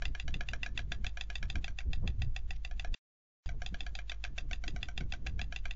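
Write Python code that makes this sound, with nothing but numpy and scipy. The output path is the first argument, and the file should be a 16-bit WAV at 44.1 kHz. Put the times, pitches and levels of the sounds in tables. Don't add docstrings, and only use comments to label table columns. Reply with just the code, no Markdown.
import sys
import numpy as np
from scipy import signal
from scipy.fft import rfft, irfft, next_fast_len
from scipy.io import wavfile
from scipy.ndimage import uniform_filter1d, map_coordinates

SR = 44100
rng = np.random.default_rng(int(sys.argv[2]) if len(sys.argv) > 2 else 0)


def gain_from_db(level_db):
    decades = np.asarray(level_db, float) / 20
    return 10 ** decades


def digitize_waveform(pressure):
    field = np.atleast_2d(pressure).T
    bounded = np.clip(field, -1, 1)
    quanta = np.round(bounded * 32767).astype(np.int16)
    wavfile.write(sys.argv[1], SR, quanta)


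N = 253575

# peak t/s, level/dB, half length/s, extra slow push/dB,
# extra fine flutter/dB
GUSTS = [(0, -51.5, 0.033, 6, -3), (0.088, -43.5, .035, 3.5, 0), (0.285, -42.5, 0.033, 2, -3.5),
         (0.365, -42, 0.032, 2, 5), (0.539, -44, 0.046, -2.5, -0.5), (0.767, -46.5, 0.096, -3, 2),
         (.93, -49.5, 0.058, -2.5, 4), (1.033, -45, .04, 1, 2.5), (1.262, -57.5, 0.057, 3, 1.5),
         (1.449, -43, 0.039, -1, 0.5), (1.574, -39, 0.021, 0.5, 1), (1.693, -52, .04, 5, 2),
         (1.892, -42.5, 0.029, 4, 0), (1.975, -42.5, 0.015, 9, -4), (2.054, -34.5, 0.033, -3, 1),
         (2.216, -39.5, 0.027, -3, -2.5), (2.287, -39.5, 0.035, 1.5, -5), (2.467, -54.5, 0.1, 9, 0),
         (2.755, -50.5, 0.039, 5, -5), (2.927, -47.5, 0.037, 8, 1),
         (3.468, -40.5, 0.027, -4, -7), (3.536, -44.5, 0.022, 2.5, 6), (3.633, -52, .03, 1, -2),
               (3.717, -48.5, .04, -1, 4), (3.82, -51, .04, 1, 2.5), (3.918, -54, 0.043, 2.5, -2),
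               (4.31, -53, .04, -1, 1.5), (4.472, -46, 0.044, 1.5, 1.5), (4.544, -55, 0.038, 8, -1),
               (4.677, -51, 0.029, 7, 8), (4.747, -47.5, 0.035, 0, 7.5), (4.84, -49, 0.039, -1, -1),
               (5.019, -40.5, .035, -1.5, 2), (5.11, -51.5, 0.027, 6.5, -1), (5.19, -51, 0.044, -2, 2),
               (5.348, -43.5, 0.082, -3.5, 2), (5.666, -53, .05, 8.5, 0)]
# f/Hz, level per Hz/dB
HEAVE_COLOUR = [(6, -23), (15, 9), (30, -1.5), (45, -15.5), (70, -12), (120, -96.5)]
BUFFET_COLOUR = [(30, -45.5), (55, 3.5), (90, -3.5), (140, -9.5), (220, -52.5), (400, -100.5)]
FLUTTER_COLOUR = [(90, -42.5), (160, 3.5), (300, -8.5), (500, -18.5), (900, -41), (1600, -49.5),
                  (3000, -69)]
# t/s, level/dB, half length/s
TEARS = [(2.1, -74, 0.004), (2.045, -54.5, 0.023), (3.8, -77.5, 0.012), (3.545, -64, 0.014),
         (3.2, -63, 0.016)]
# f/Hz, level per Hz/dB
RASP_COLOUR = [(250, -35), (450, 4.5), (700, -5.5), (1200, -16.5), (2000, -37), (4000, -70)]
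# f/Hz, rms level/dB
HUM = [
    (50, -44),
    (150, -67),
    (350, -80),
]
# f/Hz, level per Hz/dB
HISS_COLOUR = [(150, -3.5), (500, -1.5), (750, 0.5), (1200, -3.5), (3000, -7), (7000, -11.5), (8000, -26.5)]
# t/s,
# peak level/dB
FIRST_CLAPS = [(.0536, -28.5), (.1984, -29.5), (.3412, -30.5), (.487, -29.5), (.6315, -26.5), (.7758, -27),
               (.9203, -28.5), (1.066, -29), (1.21, -28.5), (1.3552, -28.5), (1.5002, -30), (1.6432, -30),
               (1.7869, -29.5), (1.932, -30.5), (2.0756, -30.5), (2.2193, -31), (2.363, -30.5),
               (2.5067, -31.5), (2.6486, -31.5), (2.796, -30.5), (2.9418, -30),
               (3.4518, -30.5),
               (3.6621, -30), (3.8059, -29.5), (3.9523, -30), (4.0963, -30), (4.2396, -30), (4.3832, -30),
               (4.5314, -28.5), (4.6792, -28), (4.8291, -29), (4.9772, -28), (5.1225, -29.5), (5.2688, -30),
               (5.4148, -29.5), (5.5613, -30), (5.7094, -31.5)]
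SECOND_CLAPS = [(.0213, -30), (.1502, -31), (.28, -30), (.408, -30), (.534, -28.5), (.6621, -30),
                (.7912, -30.5), (.9188, -29), (1.045, -30.5), (1.1722, -30), (1.3013, -30.5),
                (1.428, -30.5), (1.5557, -31), (1.6801, -32.5), (1.8051, -39), (2.7118, -38.5),
                (2.8466, -32.5),
                (3.491, -33.5), (3.6191, -32.5), (3.7436, -32), (3.8653, -32.5), (3.9892, -31.5),
                (4.118, -30), (4.2491, -30.5), (4.3794, -31.5), (4.5115, -32.5), (4.6389, -32.5),
                (4.7622, -34.5), (4.8863, -34.5), (5.008, -34.5), (5.1364, -33.5), (5.2649, -31.5),
                (5.3933, -31.5), (5.5244, -31), (5.655, -30)]
# f/Hz, width/Hz, level/dB
FIRST_BILL = [(765.2, 49, -7.5), (1540, 22, -29), (1935, 75, -6), (2670, 165, -0.5), (3319, 86, -11.5),
              (3558, 184, -3.5), (3926, 50, -14), (4750, 63, -9.5), (4800, 97, -30.5), (5944, 77, -18.5),
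              (6500, 210, -20.5)]
SECOND_BILL = [(714.3, 54, -9), (1410, 67, -30), (1690, 82, -2), (2201, 140, -14.5), (2423, 140, -8),
               (3042, 240, -16), (3280, 230, -15), (3890, 130, -15.5), (4430, 160, -11.5),
               (5000, 200, -35.5), (5570, 260, -9.5), (5315, 560, -26.5), (7550, 300, -35)]
# t/s, main ring set by the gape f/Hz, throat pouch/dB, facing us/dB
FIRST_POSE = [(0, 2740, -4, 2), (.45, 2756, -7, -5), (.85, 2690, -13, 2.5), (1.1, 2670, -1.5, 4.5),
              (2.35, 2670, -1.5, -0.5), (2.95, 2757, -1.5, 2), (3.8, 2674, 1, 6.5), (4.3, 2660, -3, 1.5),
              (4.7, 2710, -7, 2), (5.1, 2717, -1.5, -1), (5.75, 2714, -5.5, -1.5)]
SECOND_POSE = [(0, 1687, -1, -2), (1.1, 1660, 0.5, -1.5), (1.35, 1684, -3.5, 1), (1.7, 1600, 4, 4),
               (2.75, 1710, 6.5, -1), (3.5, 1566, 8.5, 0), (3.65, 1655, 1.5, -3), (4.2, 1657, 0, 3.5),
               (4.6, 1536, 8.5, 4.5), (5.1, 1530, 5, 0), (5.3, 1704, 4, -1), (5.75, 1607, -0.5, 0.5)]
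# delay/s, level/dB
ECHOES = [(.0083, -15), (0.0148, -25.5), (0.0271, -17)]
# f/Hz, time to fall by 60 dB/s
ROOFS = [(500, 0.25), (2000, 0.098), (7000, 0.1)]
# t/s, level/dB, half length/s
RUSTLE = (2.555, -67.5, 0.023)
# f/Hz, level per Hz/dB
TWIG_COLOUR = [(1200, -40), (2100, 1), (3500, -3), (5800, -5), (7500, -31)]
# f/Hz, width/Hz, depth/dB
HOOD_DIPS = [(1746, 10, -11.5), (4200, 510, -2.5), (5140, 300, -17)]
# start t/s, end t/s
DROPOUT = (2.9482, 3.4598)
# f/Hz, level/dB
GRIT = [(300, -52), (800, -20.5), (3000, -22), (4500, -22.5), (6000, -17.5), (7500, -10.5)]
# f/Hz, level per bin/dB
KEPT = [(3000, -140), (5500, -125), (7000, -112), (7600, -104), (7900, -160)]

LULL_DB, MEAN_GUST_DB = -69, -46.5
HEAVE_DB, HEAVE_GROWS = -37.5, .8
FLUTTER_DB, FLUTTER_GROWS = -57, 1
GUST_SHAPE = 1.5
COLOUR_LUCK_DB = 1
MIRROR_YIELDS, MIRROR_LUCK_DB = 0.34, -0.5
OFFSET = .0077


def along(points, hz):
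    f, value = np.transpose(points)
    return np.interp(np.log(hz + 1), np.log(f + 1), value)


def unit(x):
    return x / np.sqrt(np.mean(x ** 2) + 1e-20)


def wobble(rate):
    knots = rng.standard_normal(int(N * rate / SR) + 4)
    return map_coordinates(knots, [np.arange(N) * rate / SR])


def rush(colour):
    m = next_fast_len(N + 8192)
    gain = gain_from_db(along(colour, np.fft.rfftfreq(m, 1 / SR)))
    return unit(irfft(rfft(rng.standard_normal(m)) * gain, m)[:N])


def even(x, size):
    return x / np.sqrt(np.abs(uniform_filter1d(x ** 2, size)) + 0.014)


def gusts(t):
    power, shares = np.full(N, gain_from_db(2 * LULL_DB)), np.zeros((2, N))
    for s, db, span, push_db, shiver_db in GUSTS:
        lump = gain_from_db(2 * db) * np.exp(-np.abs((t - s) / span) ** GUST_SHAPE)
        power = power + lump
        shares = shares + np.outer([push_db, shiver_db], lump)
    return 10 * np.log10(power), *(shares / power)


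def wind():
    t = np.arange(N) / SR
    eddies = wobble(22)
    buffet_db, push_db, shiver_db = gusts(t)
    above_mean_db = buffet_db - MEAN_GUST_DB
    heave_db = HEAVE_DB + HEAVE_GROWS * above_mean_db + push_db
    flutter_db = FLUTTER_DB + FLUTTER_GROWS * above_mean_db + shiver_db

    heave = gain_from_db(heave_db) * even(rush(HEAVE_COLOUR), size=5000)
    lumpy_buffet = gain_from_db(2.7 * eddies) * even(rush(BUFFET_COLOUR), size=2600)
    buffet = gain_from_db(buffet_db + 1.37) * unit(lumpy_buffet)
    lumpy_flutter = gain_from_db(0.37 * eddies + 4.8 * wobble(50)) * even(rush(FLUTTER_COLOUR), size=2000)
    flutter = gain_from_db(flutter_db) * unit(lumpy_flutter)
    tears = sum(gain_from_db(db) * np.exp(-((t - s) / span) ** 2) for s, db, span in TEARS)
    rasp = tears * even(rush(RASP_COLOUR), size=700)

    breaks = np.array([[0], [DROPOUT[0]], [DROPOUT[1]]])
    ease = 1 - np.exp(-np.min(np.abs(t - breaks), axis=0) / .004)
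    return ease * (heave + buffet + flutter + rasp)


def hum():
    t = np.arange(N) / SR
    return sum(np.sqrt(2) * gain_from_db(db + 0.37 * wobble(9.7)) * np.sin(2 * np.pi * hz * t) for hz, db in HUM)


def hiss():
    return gain_from_db(-75.5 + 0.88 * wobble(9)) * rush(HISS_COLOUR)


def posed(claps, pose, upper, edge):
    s, db = np.transpose(claps)
    knots, *columns = np.transpose(pose)
    ring_hz, pouch_db, facing_db = [np.interp(s, knots, column) for column in columns]
    luck_db = COLOUR_LUCK_DB * rng.standard_normal((len(s), 3)).T
    pouch_db = pouch_db + luck_db[0]
    upper_db = upper[0] + upper[1] * facing_db + luck_db[1]
    edge_db = edge[0] + edge[1] * facing_db + luck_db[2]
    return np.transpose([s, db, ring_hz, pouch_db, upper_db, edge_db])


def bill_ring(bill, ring_hz, pouch_db, upper_db, edge_db, luck, pull, t):
    hz, width_hz, level_db = np.transpose(bill)[:, :, None]
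    main = np.argmax(level_db)
    width_hz = np.maximum(width_hz, hz / 26)
    is_upper = (hz > 1.2 * hz[main]) & (hz < 3900)
    colour_db = pouch_db * (hz < 1000) + upper_db * is_upper + edge_db * (hz > 3900)
    size = gain_from_db(level_db + colour_db + 1.3 * luck[0]) * width_hz
    now_hz = hz * (1 + 0.0073 * luck[1])
    now_hz *= (ring_hz / hz[main]) ** (pull * (hz > 1000) * (hz < 2600))
    now_hz[main] = ring_hz
    turn = 2 * np.pi * now_hz * t + .25 * luck[2]
    ring = np.sum(size * np.exp(-np.pi * width_hz * t) * np.sin(turn), axis=0)
    ring *= 1 - np.exp(-t / .0001)
    return ring / np.abs(ring).max()


def roof_tail(t):
    hz, frames, z = signal.stft(rng.standard_normal(len(t)), SR, nperseg=128)
    fade = gain_from_db(-60 * frames / along(ROOFS, hz)[:, None])
    tail = signal.istft(z * fade, SR, nperseg=128)[1][:len(t)]
    return np.pad(tail / np.linalg.norm(tail), (90, 0))


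def surroundings(tail, pouch_db, luck, bounce, bounce_db, roofs_db):
    space = gain_from_db(roofs_db) * tail
    space[0] = 1
    floor = round(bounce * SR * (1 + 0.025 * luck[0, 0, 0]))
    floor_db = bounce_db - MIRROR_YIELDS * max(pouch_db, 0) + MIRROR_LUCK_DB * luck[2, 0, 0]
    space[floor - 4:floor + 5] += gain_from_db(floor_db) * np.hanning(9) / 4
    for delay, echo_db in ECHOES:
        space[round(delay * SR)] += gain_from_db(echo_db)
    return space


def clatter(claps, bill, bounce, bounce_db, snap_db, roofs_db, pull):
    out, t = np.zeros(N + SR), np.arange(SR // 5) / SR
    short = t[:SR // 16]
    lucks = rng.standard_normal((len(claps), 3, len(bill), 1))
    for (s, db, ring_hz, pouch_db, upper_db, edge_db), luck in zip(claps, lucks):
        ring = bill_ring(bill, ring_hz, pouch_db, upper_db, edge_db, luck, pull, short)
        snap = gain_from_db(snap_db - 60 * short / 0.016) * np.diff(rng.standard_normal(len(short) + 1))
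        tail = roof_tail(t)
        space = surroundings(tail, pouch_db, luck, bounce, bounce_db, roofs_db)
        heard = signal.fftconvolve(ring, space)
        heard[:len(snap)] += snap
        crack = ring * np.exp(-short / .0003)
        heard += gain_from_db(roofs_db + 2) * signal.fftconvolve(crack, tail)
        out[round(s * SR):][:len(heard)] += gain_from_db(db) * heard
    return out[:N]


def storks():
    one = posed(FIRST_CLAPS, FIRST_POSE, upper=(.1, .95), edge=(3, .9))
    two = posed(SECOND_CLAPS, SECOND_POSE, upper=(2.5, .6), edge=(-4.5, .9))
    first = clatter(one, FIRST_BILL, bounce=0.0011723, bounce_db=5.0, snap_db=-21, roofs_db=-9, pull=1.7)
    second = clatter(two, SECOND_BILL, bounce=0.001326, bounce_db=1.5, snap_db=-16, roofs_db=-9.0, pull=0.81)
    return first + second


def rustle():
    s, db, span = RUSTLE
    swell = np.exp(-((np.arange(N) / SR - s) / span) ** 2)
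    return gain_from_db(db + 4.5 * wobble(120)) * swell * rush(TWIG_COLOUR)


def scene():
    return (wind() + hum() + hiss() + storks() + rustle())[None]


def hood(x):
    m = next_fast_len(N + 8192)
    f = np.fft.rfftfreq(m, 1 / SR)
    response = 1
    for hz, width_hz, db in HOOD_DIPS:
        detune = hz * hz - f * f
        response = response * (detune + 1j * f * width_hz * gain_from_db(db)) / (detune + 1j * f * width_hz)
    return irfft(rfft(x, m) * response, m)[..., :N]


def grit_and_fading(x):
    x = np.pad(x, ((0, 0), (0, 2816)), "reflect")
    hz, _, z = signal.stft(x, SR, "cosine", nperseg=2816, boundary="even", padded=False)
    grit = signal.stft(rng.standard_normal(x.shape), nperseg=2816, padded=False)[2]
    grit = grit / np.sqrt(np.mean(np.abs(grit) ** 2))
    treble = np.abs(z * (hz[:, None] > 500)) ** 2
    band = np.sqrt(np.abs(uniform_filter1d(treble, size=170, axis=-2)))
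    gritty = z + gain_from_db(along(GRIT, hz))[:, None] * band * grit
    near = np.abs(uniform_filter1d(np.abs(gritty) ** 2, size=20, axis=-2))
    kept = near ** 2 / (near ** 2 + gain_from_db(along(KEPT, hz))[:, None] ** 4 + 1e-40)
    edge = gain_from_db(np.interp(hz, [7080, 7416, 7980, 9450], [0, -3.0, -32.5, -36.5]))
    return signal.istft(gritty * kept * edge[:, None], window="cosine", nperseg=2816)[1][..., :N]


def top_cut(x):
    return signal.sosfilt(signal.butter(12, 8140, fs=SR, output="sos"), x)


def record(dry):
    t = np.arange(N) / SR
    lost = (t > DROPOUT[0]) & (t < DROPOUT[1])
    mix = grit_and_fading((hood(dry) + OFFSET) * ~lost)
    return top_cut(mix)


dry = scene()
out = record(dry)
digitize_waveform(out)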